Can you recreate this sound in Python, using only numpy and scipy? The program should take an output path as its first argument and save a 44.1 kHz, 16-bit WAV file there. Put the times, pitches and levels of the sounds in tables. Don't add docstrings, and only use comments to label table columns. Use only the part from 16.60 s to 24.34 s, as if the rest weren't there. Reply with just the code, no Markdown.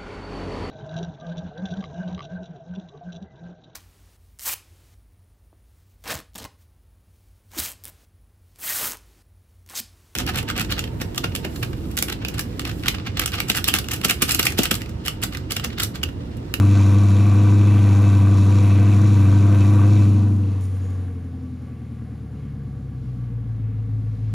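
import sys
import numpy as np
from scipy import signal
from scipy.fft import rfft, irfft
from scipy.io import wavfile
from scipy.ndimage import uniform_filter1d

SR = 44100
rng = np.random.default_rng(int(sys.argv[2]) if len(sys.argv) > 2 else 0)


def generate_wav(sig):
    pcm = np.round(np.clip(np.atleast_2d(sig).T, -1, 1) * 32767).astype(np.int16)
    wavfile.write(sys.argv[1], SR, pcm)


def attenuation_scalar(level_db):
    decades = np.asarray(level_db, float) / 20
    return 10 ** decades


N = 341329
SIZE = 2 ** 14
HZ = np.maximum(np.arange(SIZE // 2 + 1) * SR / SIZE, 1)
T = np.arange(N) / SR
COARSE = 16
COARSE_SR = SR / COARSE


def curve(table):
    s, value = np.transpose(table)
    return np.interp(T, s, value)


def log_interp(hz, table):
    at, value = np.transpose(table)
    return np.interp(np.log(hz), np.log(at), value)


def along(table):
    return log_interp(HZ, table)


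def causal(gain_db):
    cepstrum = irfft(np.log(attenuation_scalar(gain_db)), SIZE)
    cepstrum[1:SIZE // 2] *= 2
    cepstrum[SIZE // 2 + 1:] = 0
    return np.exp(rfft(cepstrum))


def colour(x, gain_db):
    response = irfft(causal(gain_db), SIZE)[:SIZE // 2] * np.hanning(SIZE)[SIZE // 2:]
    y = signal.oaconvolve(x, response)[:len(x)]
    return y / np.std(y)


def walk(rate, size=N, sr=SR):
    k = int(sr / rate)
    steps = np.repeat(rng.standard_normal(size // k + 1), k)
    return 1.3 * uniform_filter1d(uniform_filter1d(steps, k), k)[:size]


def garage(x, wet_db, even):
    t60_s = 0.58
    t = T[:SIZE // 2]
    tail = rng.standard_normal(len(t)) * np.exp(-np.log(1000) * t / t60_s) * (t > .004)
    walls = 1 + attenuation_scalar(wet_db) * rfft(tail / np.sqrt(np.sum(tail ** 2)), SIZE)
    walls_db = 20 * np.log10(np.abs(walls))
    return signal.oaconvolve(x, irfft(walls / causal(even * walls_db), SIZE))[:N]


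def by_valve(x, share, open_db, shut_db):
    return np.sqrt(share) * colour(x, open_db) + np.sqrt(1 - share) * colour(x, shut_db)


def peaks_db(table):
    return sum(db / (1 + (2 * (HZ - hz) / width) ** 2) for hz, width, db in table)


# t/s, share/0-1
VALVE = [
    (0, 1.),
    (3.42, 1.),
    (4.05, 0.),
    (7.74, 0.),
]


def valve_opening():
    return curve(VALVE)


# t/s, f/Hz
FIRING = [(0, 99.26), (.35, 98.9), (.98, 101.7), (1.3, 100.1), (1.8, 98.6), (2.3, 100.2), (2.4, 102),
          (2.65, 98.6), (3.38, 101.5), (3.77, 98.6), (4.05, 94.96), (4.4, 92.97), (4.6, 88.1), (5.0, 83.76),
          (5.4, 77.2), (6.1, 68.7), (6.8, 57.86), (7.07, 54.54), (7.74, 54.44)]


def firing_rate(share):
    hunt_hz, hunt_rate, governor_s = 1.1, 17, .3
    hunt = walk(hunt_rate)
    return curve(FIRING) + hunt_hz * share * (hunt - uniform_filter1d(hunt, int(governor_s * SR)))


# t/s, level/dB
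FLOW = [(0, 0.5), (3.28, -.5), (3.41, -2), (3.5, -6), (3.6, -8.5), (3.85, -14.5), (4.0, -13.5), (4.3, -15),
        (4.6, -19), (5.7, -20.5), (6.6, -22), (7.2, -21.5), (7.4, -20.5), (7.74, -19.5)]


def flow_gain(full_db, slope, waver_db=0):
    return attenuation_scalar(full_db + slope * curve(FLOW) + waver_db)


ORDERS_OPEN_DB = (-13, -26.5, -27.5, -48.5, -50.5, -53.5, -53, -56)
ORDER_WAVER_DB = (0.29, 1.2, 1.33, 3.2, 4.3, 2.9, 1.7, 5.1)
# f/Hz, level/dB
MUFFLER = [(55, -37), (82, -38), (95, -22), (120, -26.5), (142, -36.5), (165, -50.5), (190, -44.5),
           (215, -43.5), (245, -38.5), (280, -44), (310, -55.5), (400, -71), (437, -49), (480, -73),
           (750, -71)]
SHUT_FALL_DB = (0.5, 0, 0.5, 10, 6.5, 12.5, 15, 17)


def order_levels(hz, share):
    levels = []
    for k, (open_db, waver_db) in enumerate(zip(ORDERS_OPEN_DB, ORDER_WAVER_DB)):
        shut_waver_db = 2.5 * min(k / 2, 1) * walk(9, len(hz), COARSE_SR)
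        shut_db = log_interp((k + 1) * hz, MUFFLER) + shut_waver_db - SHUT_FALL_DB[k]
        open_power = share ** (1.48 + 0.11 * k) * attenuation_scalar(2 * open_db)
        power = open_power + (1 - share) * attenuation_scalar(2 * shut_db)
        levels.append(10 * np.log10(power) + waver_db * share * walk(4.72, len(hz), COARSE_SR))
    return levels


ORDER_PHASE = ((0, 0), (.06, np.pi), (np.pi, 1.8), (0, 1), (1, 0), (2, 2), (0, 1), (1, 0))


def boom(turns, hz, share):
    turns, hz, share = turns[::COARSE], hz[::COARSE], share[::COARSE]
    wobble = .09
    out = 0
    for k, (db, (opened, shut)) in enumerate(zip(order_levels(hz, share), ORDER_PHASE)):
        phase = share * opened + (1 - share) * shut + k * wobble * walk(25, len(turns), COARSE_SR)
        out = out + np.sqrt(2) * attenuation_scalar(db) * np.cos(2 * np.pi * (k + 1) * turns + phase)
    return signal.resample_poly(out, COARSE, 1)[:N]


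# f/Hz, level/dB
PULSE_OPEN = [(25, -37), (38, -23.5), (52, -0.5), (75, -24.5), (112, -2.5), (125, 5.5), (146, -16.5),
              (163, -12.5), (190, -10), (235, -8), (315, -4), (370, -18), (500, -15), (1000, -58.5)]
PULSE_SHUT = [(25, -57), (45, -16), (70, -2.5), (100, 0), (122, 1.5), (155, -12), (185, 1.5), (220, -2.5),
              (255, -5), (285, -4.5), (390, -21.5), (440, -20), (560, -38.5), (1000, -50)]


def burble(turns, share):
    n = np.arange(1, int(turns[-1]))
    at = np.interp(n, turns, np.arange(N)).astype(int)
    pulses = np.bincount(at, rng.standard_normal(2000)[n], N)
    soft_db = 10 * np.log10(1 + (HZ / 1200) ** 6)
    thuds = garage(pulses, wet_db=2.5, even=1.0)
    lumps = by_valve(thuds, share, along(PULSE_OPEN) - soft_db, along(PULSE_SHUT) - soft_db)
    return lumps / np.sqrt(uniform_filter1d(lumps ** 2, SR // 2))


# open pipe level/dB, level against the muffled response/dB
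CYCLE_LINES = [(-50, 3.5), (-57, -9), (-52, -6), (-53, -5.5), (-41.5, -11.5), (-30.5, -6.5), (-52, -4.5),
               (-50.5, 1), (-39, -4.5), (-45.5, -3), (-35, -5), (-44, -4.5), (-36, -14.5), (-40.5, -1.5),
               (-42.5, 1.5), (-44.5, -11), (-46.5, 1), (-49.5, -2), (-43, -7.5), (-38.5, -7), (-52.5, -8.5),
               (-52, -3), (-51.5, -8), (-55.5, -1), (-55, -8), (-53.5, -9.5), (-59, -10.5), (-53.5, -6),
               (-54.5, -4.5), (-55.5, -3), (-55, -4), (-64, -5)]
# f/Hz, level/dB
CYCLE_SHUT = [(28, -77), (45, -58.5), (62, -54), (82, -50), (96, -42), (115, -38), (135, -44.5),
              (155, -51.5), (225, -47.5), (250, -48), (280, -50.5), (315, -59.5), (400, -67.5)]


def cycle(turns, hz, share):
    turns, hz, share = turns[::COARSE], hz[::COARSE], share[::COARSE]
    flap_hz, flap_width_hz, flap_db = 222.6, 12, 9.5
    waver_db = share * 1.3 + (1 - share) * 1.5
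    wobble = share * .03 + (1 - share) * .015
    eighths = [k for k in range(4, 40) if k % 8]
    out = 0
    for k, (open_db, shut_db) in zip(eighths, CYCLE_LINES):
        line_hz = hz * k / 8
        ring_db = flap_db / (1 + (2 * (line_hz - flap_hz) / flap_width_hz) ** 2)
        half_open = 4 * share * (1 - share)
        open_power = share ** (2 * 0.67) * attenuation_scalar(2 * (open_db + half_open * ring_db))
        shut_power = (1 - share) * attenuation_scalar(2 * (log_interp(line_hz, CYCLE_SHUT) + shut_db))
        size = np.sqrt(2 * (open_power + shut_power))
        slow, quick = (walk(rate, len(hz), COARSE_SR) for rate in (4, 14))
        phase = 2 * np.pi * (turns * k / 8 + rng.random()) + k * wobble * quick
        out = out + size * attenuation_scalar(waver_db * slow) * np.cos(phase)
    return signal.resample_poly(out, COARSE, 1)[:N]


def puffs(turns, depth, start, fade, scatter_db):
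    late = turns - start + 1
    size = attenuation_scalar(scatter_db * rng.standard_normal(2000))[late.astype(int)]
    flow = 1 + depth * size * np.exp(-(late % 1) / fade)
    flow = flow / np.sqrt(uniform_filter1d(flow ** 2, SR // 2))
    return garage(flow * rng.standard_normal(N), wet_db=-3.5, even=0.64)


# f/Hz, width/Hz, level/dB
TIPS = [(466, 31, 5), (640, 20, 2), (701, 30, 3), (957, 21, 5), (1010, 48, 1), (1156, 117, 12),
        (1320, 30, 0), (1540, 20, 8), (2030, 23, 2.5), (2320, 29, 8.5), (2398, 59, 6.5), (2591, 61, 10),
        (5570, 95, 8), (6190, 170, 5.5)]
TIPS_SHUT = [(428, 9.8, 6), (467, 33, 7), (724, 45, 2), (750, 13, 4.5), (1150, 30, 9), (1570, 44, -3.5),
             (2180, 24, 8)]


def tips_db():
    return peaks_db(TIPS), peaks_db(TIPS_SHUT)


# f/Hz, level/dB per Hz
RASP_OPEN = [(250, -36.5), (350, 3.5), (434, -15.5), (502, 2.5), (580, -10.5), (716, -4.5), (867, -13.5),
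             (959, -3), (1140, -12.5), (1500, -9.5), (1720, -16.5), (2000, -15.5), (3000, -70.5)]
RASP_SHUT = [(250, -48.5), (350, 2.5), (393, -13), (465, -3), (638, -16), (721, -10), (915, -17.5),
             (1130, -14.5), (1240, -18), (1640, -15.5), (1900, -22.5), (2300, -35), (3000, -51.5)]


def rasp(turns, share):
    flow = puffs(turns, 0.25 + 1.1 * share, start=0.017, fade=0.32, scatter_db=3.6)
    dull_db = 10 * np.log10(1 + (HZ / 3000) ** 4)
    open_tips, shut_tips = tips_db()
    return by_valve(flow, share, along(RASP_OPEN) + open_tips - dull_db, along(RASP_SHUT) + shut_tips - dull_db)


# f/Hz, level/dB per Hz
HISS_OPEN = [(1500, -40.5), (1900, -6), (2500, -2.5), (3100, -8), (3900, -4.5), (4900, -13.5), (6200, -11),
             (7600, -8), (9300, -13), (10500, -15), (11200, -21.5), (13000, -25.5), (14500, -22),
             (16000, -30)]
HISS_SHUT = [(1500, -24), (2000, -2.5), (2600, -6), (4000, -11), (6500, -17.5), (7800, -14.5),
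             (9300, -15.5), (10000, -15.5), (11000, -20.5), (13000, -31), (16000, -39)]
JET_EDGES_HZ = (1, 3400, 8300, 40000)


def hiss(turns, share):
    open_tips, shut_tips = tips_db()
    opened, shut = along(HISS_OPEN) + open_tips, along(HISS_SHUT) + shut_tips
    out = 0
    for low_hz, high_hz in zip(JET_EDGES_HZ, JET_EDGES_HZ[1:]):
        part_db = -10 * np.log10((1 + (HZ / high_hz) ** 8) * (1 + (low_hz / HZ) ** 8))
        open_part, shut_part = (np.mean(attenuation_scalar(2 * (db + part_db))) / np.mean(attenuation_scalar(2 * db)) for db in (opened, shut))
        flow = puffs(turns, .2 + 1.1 * share, start=.1, fade=.45, scatter_db=3.4)
        jet = by_valve(flow, share, opened + part_db, shut + part_db)
        level = np.sqrt(share * open_part + (1 - share) * shut_part)
        out = out + level * attenuation_scalar(1.3 * walk(11)) * jet
    return out


# f/Hz, level/dB per Hz
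RUMBLE = [(18, -17.5), (30, 15), (55, 13), (80, 2), (150, -28)]


def rumble():
    return attenuation_scalar(-62) * colour(rng.standard_normal(N), along(RUMBLE))


# t/s, level/dB, ringing f/Hz
CRACKS = [(0.153, -28, 969), (0.324, -25, 1160), (0.872, -20, 999), (0.923, -25, 961), (0.981, -28, 977),
          (1.03, -25, 1010), (1.109, -26, 1150), (1.429, -26, 958), (1.669, -19, 1170), (1.883, -26, 942),
          (2.391, -25, 1150), (2.632, -26, 1000), (2.724, -26, 1150), (3.193, -22, 1150)]


def cracks():
    fade_s, ring_s, flow_db, ring_db = 0.0041, .009, 24, -12
    gain, rings, t = np.ones(N), np.zeros(N), T[:SIZE // 4]
    for s, db, hz in CRACKS:
        at = slice(int(s * SR), int(s * SR) + len(t))
        gain[at] += attenuation_scalar(db + flow_db) * np.exp(-t / fade_s)
        rings[at] += attenuation_scalar(db + ring_db) * np.exp(-t / ring_s) * np.sin(2 * np.pi * hz * t)
    return gain, rings


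# start t/s, level/dB, attack t/s, fade t/s, ringing f/Hz
VENT = [
    (4.0, -66, .05, 0.072, 7660),
    (4.0, -54, .02, .2, 9000),
    (4.0, -73.5, .02, 0.17, 12300),
    (4.2, -61, .05, 0.12, 6780),
    (4.3, -68.5, 0.031, 0.37, 8980),
]
# f/Hz, level/dB per Hz
VENT_COLOUR = [(3500, -26.5), (5500, -6), (7300, -3.5), (9300, -6), (11600, -11), (12500, -13.5),
               (15500, -19)]


def vent(t):
    shut_s, release_s = 5.7, .05
    out = 0
    for s, db, attack, fade, hz in VENT:
        envelope = np.clip((t - s) / attack, 0, 1) * np.exp(-np.abs(t - s) / fade)
        air = attenuation_scalar(db + 2.8 * walk(30, len(t))) * envelope
        ring_db = peaks_db([(hz, 700, 14)])
        out = out + air * colour(rng.standard_normal(len(t)), along(VENT_COLOUR) + ring_db)
    return out * np.exp(-np.maximum(t - shut_s, 0) / release_s)


# t/s, level/dB
TICKS = [
    (4.0097, -42),
    (4.0536, -46.5),
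    (4.2182, -55),
    (4.304, -46),
    (4.3789, -53.5),
    (4.6433, -56),
    (4.8318, -63),
    (5.02, -56),
]


def ticks(t):
    knocks = sum(attenuation_scalar(db - 5) * (t >= s) * np.exp(-np.abs(t - s) / .004) for s, db in TICKS)
    return knocks * colour(rng.standard_normal(len(t)), along(VENT_COLOUR))


# start t/s, end t/s, f/Hz, level/dB
WHISTLES = [
    (4.022, 4.249, 12050, -80),
    (4.05, 4.2, 12700, -81),
    (4.529, 4.62, 13300, -86),
    (4.85, 5.2, 13460, -87),
]


def whistles(t):
    out = 0
    for start, end, hz, db in WHISTLES:
        fade = np.sin(np.pi * np.clip((t - start) / (end - start), 0, 1)) ** .5
        tone = np.sin(2 * np.pi * hz * t + 1.5 * walk(60, len(t)))
        out = out + attenuation_scalar(db + 5 * walk(18, len(t))) * fade * tone
    return out


def actuator():
    out = np.zeros(N)
    at = slice(int(3.9 * SR), int(5.4 * SR))
    out[at] = vent(T[at]) + ticks(T[at]) + whistles(T[at])
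    return out


def scene():
    share = valve_opening()
    hz = firing_rate(share)
    turns = np.cumsum(hz) / SR
    lumps = flow_gain(-35.5, .82) * burble(turns, share) + cycle(turns, hz, share)
    burst, rings = cracks()
    gas = flow_gain(-36.36, 0.75, .7 * walk(8)) * burst * rasp(turns, share) + rings
    gas = gas + flow_gain(-42.31, 1.035) * hiss(turns, share)
    mono = boom(turns, hz, share) + lumps + gas + rumble() + actuator()
    return np.array([mono, mono])


def band_limit(x):
    return signal.sosfilt(signal.butter(12, 15730, fs=SR, output="sos"), x)


# f/Hz, level/dB
BALANCE_DB = [(60, .8), (100, .9), (112, 1.7), (140, 1.1), (300, 1.6), (400, 1.4), (600, 3), (700, 3.8),
              (850, 1.5), (1100, 3.5), (1450, 1.5), (1700, 0)]
# f/Hz, phase/rad
LEAD = [(100, -.06), (300, .18), (450, 0), (1300, .2), (1700, 0), (6800, 0), (7500, -1.9), (8050, -np.pi),
        (8650, -np.pi), (9300, -1.5), (10500, -.5), (10800, 0), (14800, 0), (15200, 1.3)]
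# f/Hz, side level/dB
DIFFUSE = [(100, -63), (220, -21.5), (350, -16.5), (800, -11), (1500, -13.5), (1900, -28.5), (6700, -40),
           (6900, -9), (7900, -16.5), (8300, -18), (8800, -16.5), (10500, -20), (10800, -46),
           (14900, -77.5), (15000, -1.5)]


def record(dry):
    tilt = attenuation_scalar(along(BALANCE_DB) / 2) * np.exp(.5j * along(LEAD))
    t = T[:SIZE // 2]
    smear = rng.standard_normal(len(t)) * np.exp(-t / 0.046)
    side = rfft(smear / np.sqrt(np.sum(smear ** 2)), SIZE) * attenuation_scalar(along(DIFFUSE))
    responses = np.roll(irfft(np.array([tilt + side, 1 / tilt - side]), SIZE), SIZE // 4, axis=1)
    ports = signal.oaconvolve(dry, responses, axes=1)[:, SIZE // 4:SIZE // 4 + N]
    return band_limit(ports)


dry = scene()
out = record(dry)
generate_wav(out)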